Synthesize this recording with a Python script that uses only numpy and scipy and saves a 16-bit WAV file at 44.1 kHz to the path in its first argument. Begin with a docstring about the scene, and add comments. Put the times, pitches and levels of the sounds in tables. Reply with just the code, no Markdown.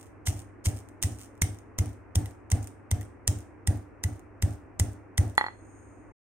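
"""A dry crunch and a low thud, over and over: a stone pestle pounds coriander seed, peppercorns and
garlic in a marble mortar, heard close up. Each blow cracks seeds, ticks on the stone and drives the
kitchen counter, through a towel, into a thud that booms in the room. Husks rustle between blows.
At the end the pestle is let go and chatters against the bare wall of the bowl."""
import sys
import numpy as np
from scipy import signal
from scipy.fft import rfft, irfft, next_fast_len
from scipy.io import wavfile

SR = 44100
rng = np.random.default_rng(int(sys.argv[2]) if len(sys.argv) > 2 else 0)


def unload_audio(sound):
    """Save the sound as a 16-bit wav file, at the path given as the first command line argument."""
    columns = np.transpose(np.atleast_2d(sound))
    # keep every value between -1 and 1, then stretch to whole-number steps
    steps = np.round(np.clip(columns, -1, 1) * 32767)
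    wavfile.write(sys.argv[1], SR, steps.astype(np.int16))


N = 280035

# Pestle blows, timed where they bottom out: contact_s, crunch_db, thud_db, ring_db, ring_pitch_hz
BLOWS = [(0.2723, -25, -21.5, -29.5, 2070), (0.6596, -26.5, -19.5, -36, 2200),
         (1.0358, -27, -22, -32.5, 2010), (1.4198, -15.5, -21.5, -23.5, 2160),
         (1.7877, -24.5, -19, -33, 2100), (2.1567, -23, -17.5, -40.5, 1960),
         (2.5178, -23, -17.5, -32, 2075), (2.9143, -25.5, -20, -37, 2090), (3.2777, -18, -20, -36, 1920),
         (3.6745, -25, -17.5, -32, 1927), (4.039, -25.5, -22, -31, 2000), (4.4249, -24.5, -18, -35, 2030),
         (4.7981, -20, -18.5, -30, 2000), (5.1795, -20.5, -15.5, -28, 2000)]
# Bright tone of breaking seeds: frequency_hz, level_db
CRUNCH_EQ = [(150, 6), (500, -6), (900, -11), (1400, -13.5), (2500, -7.5), (3200, -2), (4200, -9),
             (6000, -2), (9000, 0), (12000, -2), (15500, -7)]
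def crunch():
    """Seeds break ever harder as the pestle sinks and bottoms with a crack; crumbs then give way."""
    # pairs are (packed, loose): a loose bed of spice yields slowly and cushions the crack
    build_s, fall_s, crumble_s = (.0019, .0054), (.0016, .004), (.011, .0225)
    crack_db, crumble_db = (7, -8.5), (-24, -6)  # relative to the crunch
    t = np.arange(N) / SR
    force, settling, cracks = np.zeros((3, N))
    usual_db = np.median([blow[1] for blow in BLOWS])
    for s, db, *_ in BLOWS:
        build = bed(s, build_s) * amp(.31 * (usual_db - db))  # a harder blow sinks sooner
        envelope = np.exp(-np.maximum((s - t) / build, (t - s) / bed(s, fall_s)))
        force += amp(db) * envelope * (t > s - 3.2 * build)
        tail = np.exp(-np.abs(t - s) / bed(s, crumble_s)) * (t > s)
        settling += amp(db + bed(s, crumble_db)) * tail
        add(cracks, s - SNAP_DECAY_S / 2, snap(db + bed(s, crack_db)))
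    seeds = force * grains(per_s=9300, spread_db=3.5) + cracks
    crumbs = settling * grains(per_s=500, spread_db=7)
    return coloured(seeds, CRUNCH_EQ) + coloured(crumbs, HUSK_EQ)


# The spice starts loose and the first blows pack it down: time_s, looseness (0 to 1)
LOOSENESS = [(1.05, 0.99), (1.45, 0.05)]
def bed(s, pair):
    """Blend a (packed, loose) pair by how loose the bed of spice is at time s."""
    packed, loose = pair
    return packed + np.interp(s, *np.transpose(LOOSENESS)) * (loose - packed)


SNAP_DECAY_S = .0006
def snap(db):
    """One fracture: a burst of set energy that dies at once."""
    t = np.arange(SR // 100) / SR
    return amp(db) * np.exp(-t / SNAP_DECAY_S) * rng.choice([-1, 1], len(t))


def grains(per_s, spread_db):
    """Tiny fractures at random moments and of uneven size, rms 1."""
    breaks = (rng.random(N) < per_s / SR) * rng.choice([-1, 1], N)
    sizes = amp(spread_db * np.clip(rng.standard_normal(N), -2, 2))
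    return unit(breaks * sizes)


# Boom of counter and room: pitch_hz, level_db, t60_s, arrival_s
BOOM_MODES = [(65, -22, .38, .035), (74.5, -21, .38, .058), (87.5, -21.5, .4, .025),
              (102.8, -10, .23, .0667), (135, -14, .15, .022), (178, -6, .04, .0087), (241, -27, .42, .029),
              (296, -21.5, .38, .027)]
# Dull tone of the shuddering counter: frequency_hz, level_db
SHUDDER_EQ = [(25, -21), (60, -0.5), (140, -4), (330, -6), (480, -15), (750, -12.5), (1000, -28),
              (1800, -25), (3000, -39.5)]
def thuds():
    """The towel passes each blow to the counter, which swings, shudders and wakes low room modes."""
    counter_hz, swing_peak_s, towel_delay_s, shudder_peak_s = 90, .0123, .006, .036
    t = np.arange(SR // 2) / SR
    age = np.maximum(t - towel_delay_s, 0)
    swing = age / swing_peak_s * np.exp((1 - (age / swing_peak_s) ** 2) / 2)
    thud = swing * np.sin(2 * np.pi * counter_hz * age)
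    for hz, db, t60, arrival in BOOM_MODES:
        age = np.maximum(t - arrival, 0)
        attack = 1 - np.exp(-age / .005)
        thud += amp(db - 60 * age / t60) * attack * np.sin(2 * np.pi * hz * age)
    shudder = amp(-27) * t / shudder_peak_s * np.exp(1 - t / shudder_peak_s)
    track = np.zeros((2, N))
    for s, _, thud_db, *_ in BLOWS:
        add(track, s, amp(thud_db) * (thud + shudder * wide_noise(SHUDDER_EQ, len(t))))
    return track


# The pestle grazes the stone again as it starts to lift: start_s, level_db
LIFT_TAPS = [(2.2587, -48.5), (3.0134, -44.5)]
# Tone of a knock through the spice: frequency_hz, level_db
CUSHION_EQ = [(500, -13), (850, -4), (1250, -9), (1950, 5.5), (2300, 3), (3100, -3), (6000, -9)]
def knocks():
    """Stone meets stone through the spice: a short tick, damped and slightly detuned by the grip."""
    main_mode_hz = 1955
    blows = [(s, db, ring_hz / main_mode_hz) for s, *_, db, ring_hz in BLOWS]
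    taps = [(s, db, 1) for s, db in LIFT_TAPS]
    track = np.zeros(N)
    for s, db, tuning in blows + taps:
        ring = stone_ring(cutoff_hz=2600, tuning=tuning, rim_db=-6, grip_db_per_s=400, spread_db=1.5)
        add(track, s, amp(db) * ring)
    return placed(coloured(track, CUSHION_EQ), left_lag_ms=.12)


# Pestle bounces on bare stone: start_s, level_db, cutoff_hz, rim_db
BOUNCES = [(5.3791, -8, 8000, 0), (5.4110, -14, 2200, 2), (5.4414, -20, 1800, 0), (5.4644, -22.5, 1900, 15),
           (5.4838, -26.5, 1800, 0)]
def chatter():
    """The released pestle bounces on the wall, ever sooner and weaker, nearer the right microphone."""
    track = np.zeros(N)
    for s, db, cutoff_hz, rim_db in BOUNCES:
        ring = stone_ring(cutoff_hz, tuning=1, rim_db=rim_db, grip_db_per_s=0, spread_db=.5)
        add(track, s, amp(db) * ring)
    return placed(track, left_lag_ms=.18) * amp([[-3], [-1]])


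# Ring of mortar and pestle: pitch_hz, level_db, t60_s
STONE_MODES = [(400, -17, .014), (580, -15, .012), (805, -7, .015), (850, -21, .07), (1125, -27, .08),
               (1250, 5, .003), (1955, -2, .031), (2070, -20, .04), (3100, -13, .004), (3445, -19, .035),
               (4231, -19.5, .07), (7144, -26, .05), (10080, -23, .045), (11620, -27, .035)]
def stone_ring(cutoff_hz, tuning, rim_db, grip_db_per_s, spread_db):
    """One contact rings the stone; a soft one misses the high modes, and a gripping hand damps it."""
    t = np.arange(SR // 4) / SR
    hz, db, t60 = np.transpose(STONE_MODES)[:, :, None]
    db = db + rim_db * (hz > 3800)  # the high modes belong to the rim and answer contacts near it
    strength = amp(db + spread_db * rng.standard_normal(hz.shape)) / np.hypot(1, (hz / cutoff_hz) ** 2)
    polarity = np.where(t60 < .005, 1, -1)  # the brief contact push opposes the wall's rebound
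    decay = amp(-60 * t / t60 - grip_db_per_s * t)
    ring = np.sum(polarity * strength * decay * np.sin(2 * np.pi * hz * tuning * t), axis=0)
    attack = 1 - np.exp(-(2 * cutoff_hz * t) ** 2)
    return ring * attack


# Garlic cloves shifting or splitting: peak_s, half_length_s, level_db
CLOVES = [(0.01, 0.065, -54.5), (1.028, 0.002, -19.5), (1.211, .045, -49), (1.365, 0.012, -52.5)]
# Single seeds that snap out loud: start_s, level_db
SEED_SNAPS = [(.888, -38.5), (1.546, -41), (1.5875, -36.5), (1.859, -30), (2.2587, -26.5), (2.5026, -26),
              (2.6294, -30.5), (2.6438, -32), (2.673, -27.5), (3.0117, -29), (3.3875, -35), (5.376, -24)]
# Papery tone of husks and crumbs: frequency_hz, level_db
HUSK_EQ = [(500, -27.5), (2500, -7.5), (4200, -13.5), (6500, -7.5), (9500, -3), (12000, -10.5), (15500, -1)]
# Thin hiss of stone rubbing: frequency_hz, level_db
RUB_EQ = [(3000, -43.5), (5500, -33), (6500, 4.5), (7700, -12), (8800, 2), (10000, -18), (12000, -24)]
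def husks():
    """Skins rustle and stray seeds snap at each lift; cloves shift, and the resting pestle rubs."""
    lift_after_s, stray_spread_s = .115, .034
    rustle_db = (-64, -49.5)  # packed, loose
    stir = sum(swell(*clove) for clove in CLOVES)
    snaps = np.zeros(N)
    for s, *_ in BLOWS:
        lift = s + lift_after_s
        stir += swell(lift, half_s=.035, db=bed(s, rustle_db))
        for when, strength in rng.standard_normal((3, 2)):  # three stray seeds a lift
            add(snaps, lift + when * stray_spread_s, snap(db=-42 + 4 * strength))
    for s, db in SEED_SNAPS:
        add(snaps, s, snap(db))
    rub = swell(5.75, half_s=.27, db=-74) * noise(RUB_EQ, N)
    skins = stir * grains(per_s=600, spread_db=7)
    return coloured(skins + snaps, HUSK_EQ) + rub


# Tone of the crackle spilling from the bowl: frequency_hz, level_db
SPILL_EQ = [(300, -10.5), (900, -3), (1500, -7.5), (3000, 0.5), (4200, -10), (6000, -1), (9000, 4.5),
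            (12000, -1), (15500, -3)]
def bowl_spill(x):
    """Crackle leaves the bowl by many paths: its energy is kept, smeared over some milliseconds."""
    smear = np.hanning(500)
    power = signal.fftconvolve(x ** 2, smear / smear.sum())[:N]
    return np.sqrt(np.abs(power)) * np.array([noise(SPILL_EQ, N), noise(SPILL_EQ, N)])


# Short reverb of the kitchen: frequency_hz, t60_s
KITCHEN_DECAY = [(100, .4), (800, 0.26), (3000, 0.32), (8000, 0.32), (15000, 0.23)]
def kitchen_echo(x, blocks=17):
    """Diffuse echo of the hard walls; each block gets a fresh tail, as the microphones drift."""
    wet, size = np.zeros((2, N)), N // blocks + 1
    for start in range(0, N, size):
        hz, t, bands = signal.stft(rng.standard_normal((2, SR // 2)), SR, nperseg=256)
        envelope = amp(-60 * t / along(KITCHEN_DECAY, hz)[:, None]) * (1 - np.exp(-t / .004))
        tail = signal.istft(bands * envelope, SR, nperseg=256)[1]
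        tail /= np.linalg.norm(tail[0])
        add(wet, start / SR, signal.fftconvolve(x[:, start:start + size], tail, axes=1))
    return wet


# Dark tone of the room's air: frequency_hz, level_db
AIR_EQ = [(20, -14), (45, 2), (75, 5), (150, -6), (200, -6.5), (290, 5.5), (420, -2.5), (650, -10.5),
          (1200, -13), (2000, -16), (2600, -24), (3500, -52.5), (8000, -47.5), (12000, -54.5)]
def room_tone():
    """A steady low rush of air with a faint appliance hum."""
    t = np.arange(N) / SR
    hum = amp(-58.5) * np.sin(2 * np.pi * 101 * t) + amp(-70) * np.sin(2 * np.pi * 300 * t)
    return amp(-57.5) * wide_noise(AIR_EQ, N) + hum


def amp(db):
    """Decibels to gain."""
    return 10 ** (np.asarray(db) / 20)


def unit(x):
    """x at rms 1."""
    return x / np.sqrt(np.mean(x ** 2) + 1e-20)


def along(points, hz):
    """Read a (frequency_hz, value) curve on a log frequency axis."""
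    frequencies, values = np.transpose(points)
    return np.interp(np.log(hz + 1), np.log(frequencies + 1), values)


def add(track, s, x):
    """Mix x into the track at time s."""
    start = max(round(s * SR), 0)
    part = track[..., start:start + x.shape[-1]]
    part += x[..., :part.shape[-1]]


def swell(s, half_s, db):
    """A smooth rise and fall of level around time s."""
    return amp(db) * np.exp(-((np.arange(N) / SR - s) / half_s) ** 2)


def filtered(x, response):
    """x through a complex frequency response."""
    n = x.shape[-1]
    padded = next_fast_len(n + 8192)
    return irfft(rfft(x, padded) * response(np.fft.rfftfreq(padded, 1 / SR)), padded)[..., :n]


def coloured(x, eq, size=2048):
    """x through a minimum-phase EQ, so nothing rings ahead of an attack."""
    cepstrum = irfft(np.log(amp(along(eq, np.fft.rfftfreq(size, 1 / SR)))))
    fold = 1 + np.sign(size // 2 - np.arange(size))
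    fold[0] = 1
    impulse = irfft(np.exp(rfft(cepstrum * fold)))
    return signal.fftconvolve(x, impulse)[:len(x)]


def noise(eq, n):
    """Noise of rms 1 shaped by an EQ curve."""
    return unit(filtered(rng.standard_normal(n), lambda hz: amp(along(eq, hz))))


def wide_noise(eq, n):
    """Stereo noise with the side 4 dB under the mid."""
    return noise(eq, n) + amp(-4) * noise(eq, n) * np.array([[1], [-1]])


def placed(x, left_lag_ms):
    """x at the two microphones, the left one later."""
    delays_s = np.array([[.5], [-.5]]) * left_lag_ms / 1000
    return filtered(x, lambda hz: np.exp(-2j * np.pi * hz * delays_s))


def scene():
    """Spice and stone up front, the counter's thud below, the kitchen behind."""
    spice = crunch() + husks()
    stone = knocks() + chatter()
    spill = bowl_spill(spice)
    echo = kitchen_echo(amp(-14) * spill + amp(-14.5) * stone)
    return placed(spice, left_lag_ms=.097) + amp(-11.5) * spill + stone + echo + thuds() + room_tone()


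# Colour of the left microphone port: frequency_hz, level_db
LEFT_PORT_EQ = [(400, 4), (800, 7.5), (2000, 3), (4200, 3), (5500, 10), (6700, 10), (8000, -0.5),
                (9500, -9), (12500, -6.5), (15500, 1.5)]
# Colour of the right microphone port: frequency_hz, level_db
RIGHT_PORT_EQ = [(400, 4), (800, 7), (2000, 3), (4200, 6.5), (6500, -4), (7600, 4.5), (8700, 12),
                 (10000, 3), (12000, -0.5), (15500, 2.5)]
def record(dry):
    """Each microphone port has its own treble resonance; the sound stops shortly before the end."""
    stop_s, top_hz = 6.122, 15800
    ports = np.array([coloured(dry[0], LEFT_PORT_EQ), coloured(dry[1], RIGHT_PORT_EQ)])
    gate = np.clip((stop_s - np.arange(N) / SR) / .005, 0, 1)
    return filtered(ports * gate, lambda hz: 1 / (1 + (hz / top_hz) ** 80))


dry = scene()
out = record(dry)
unload_audio(out)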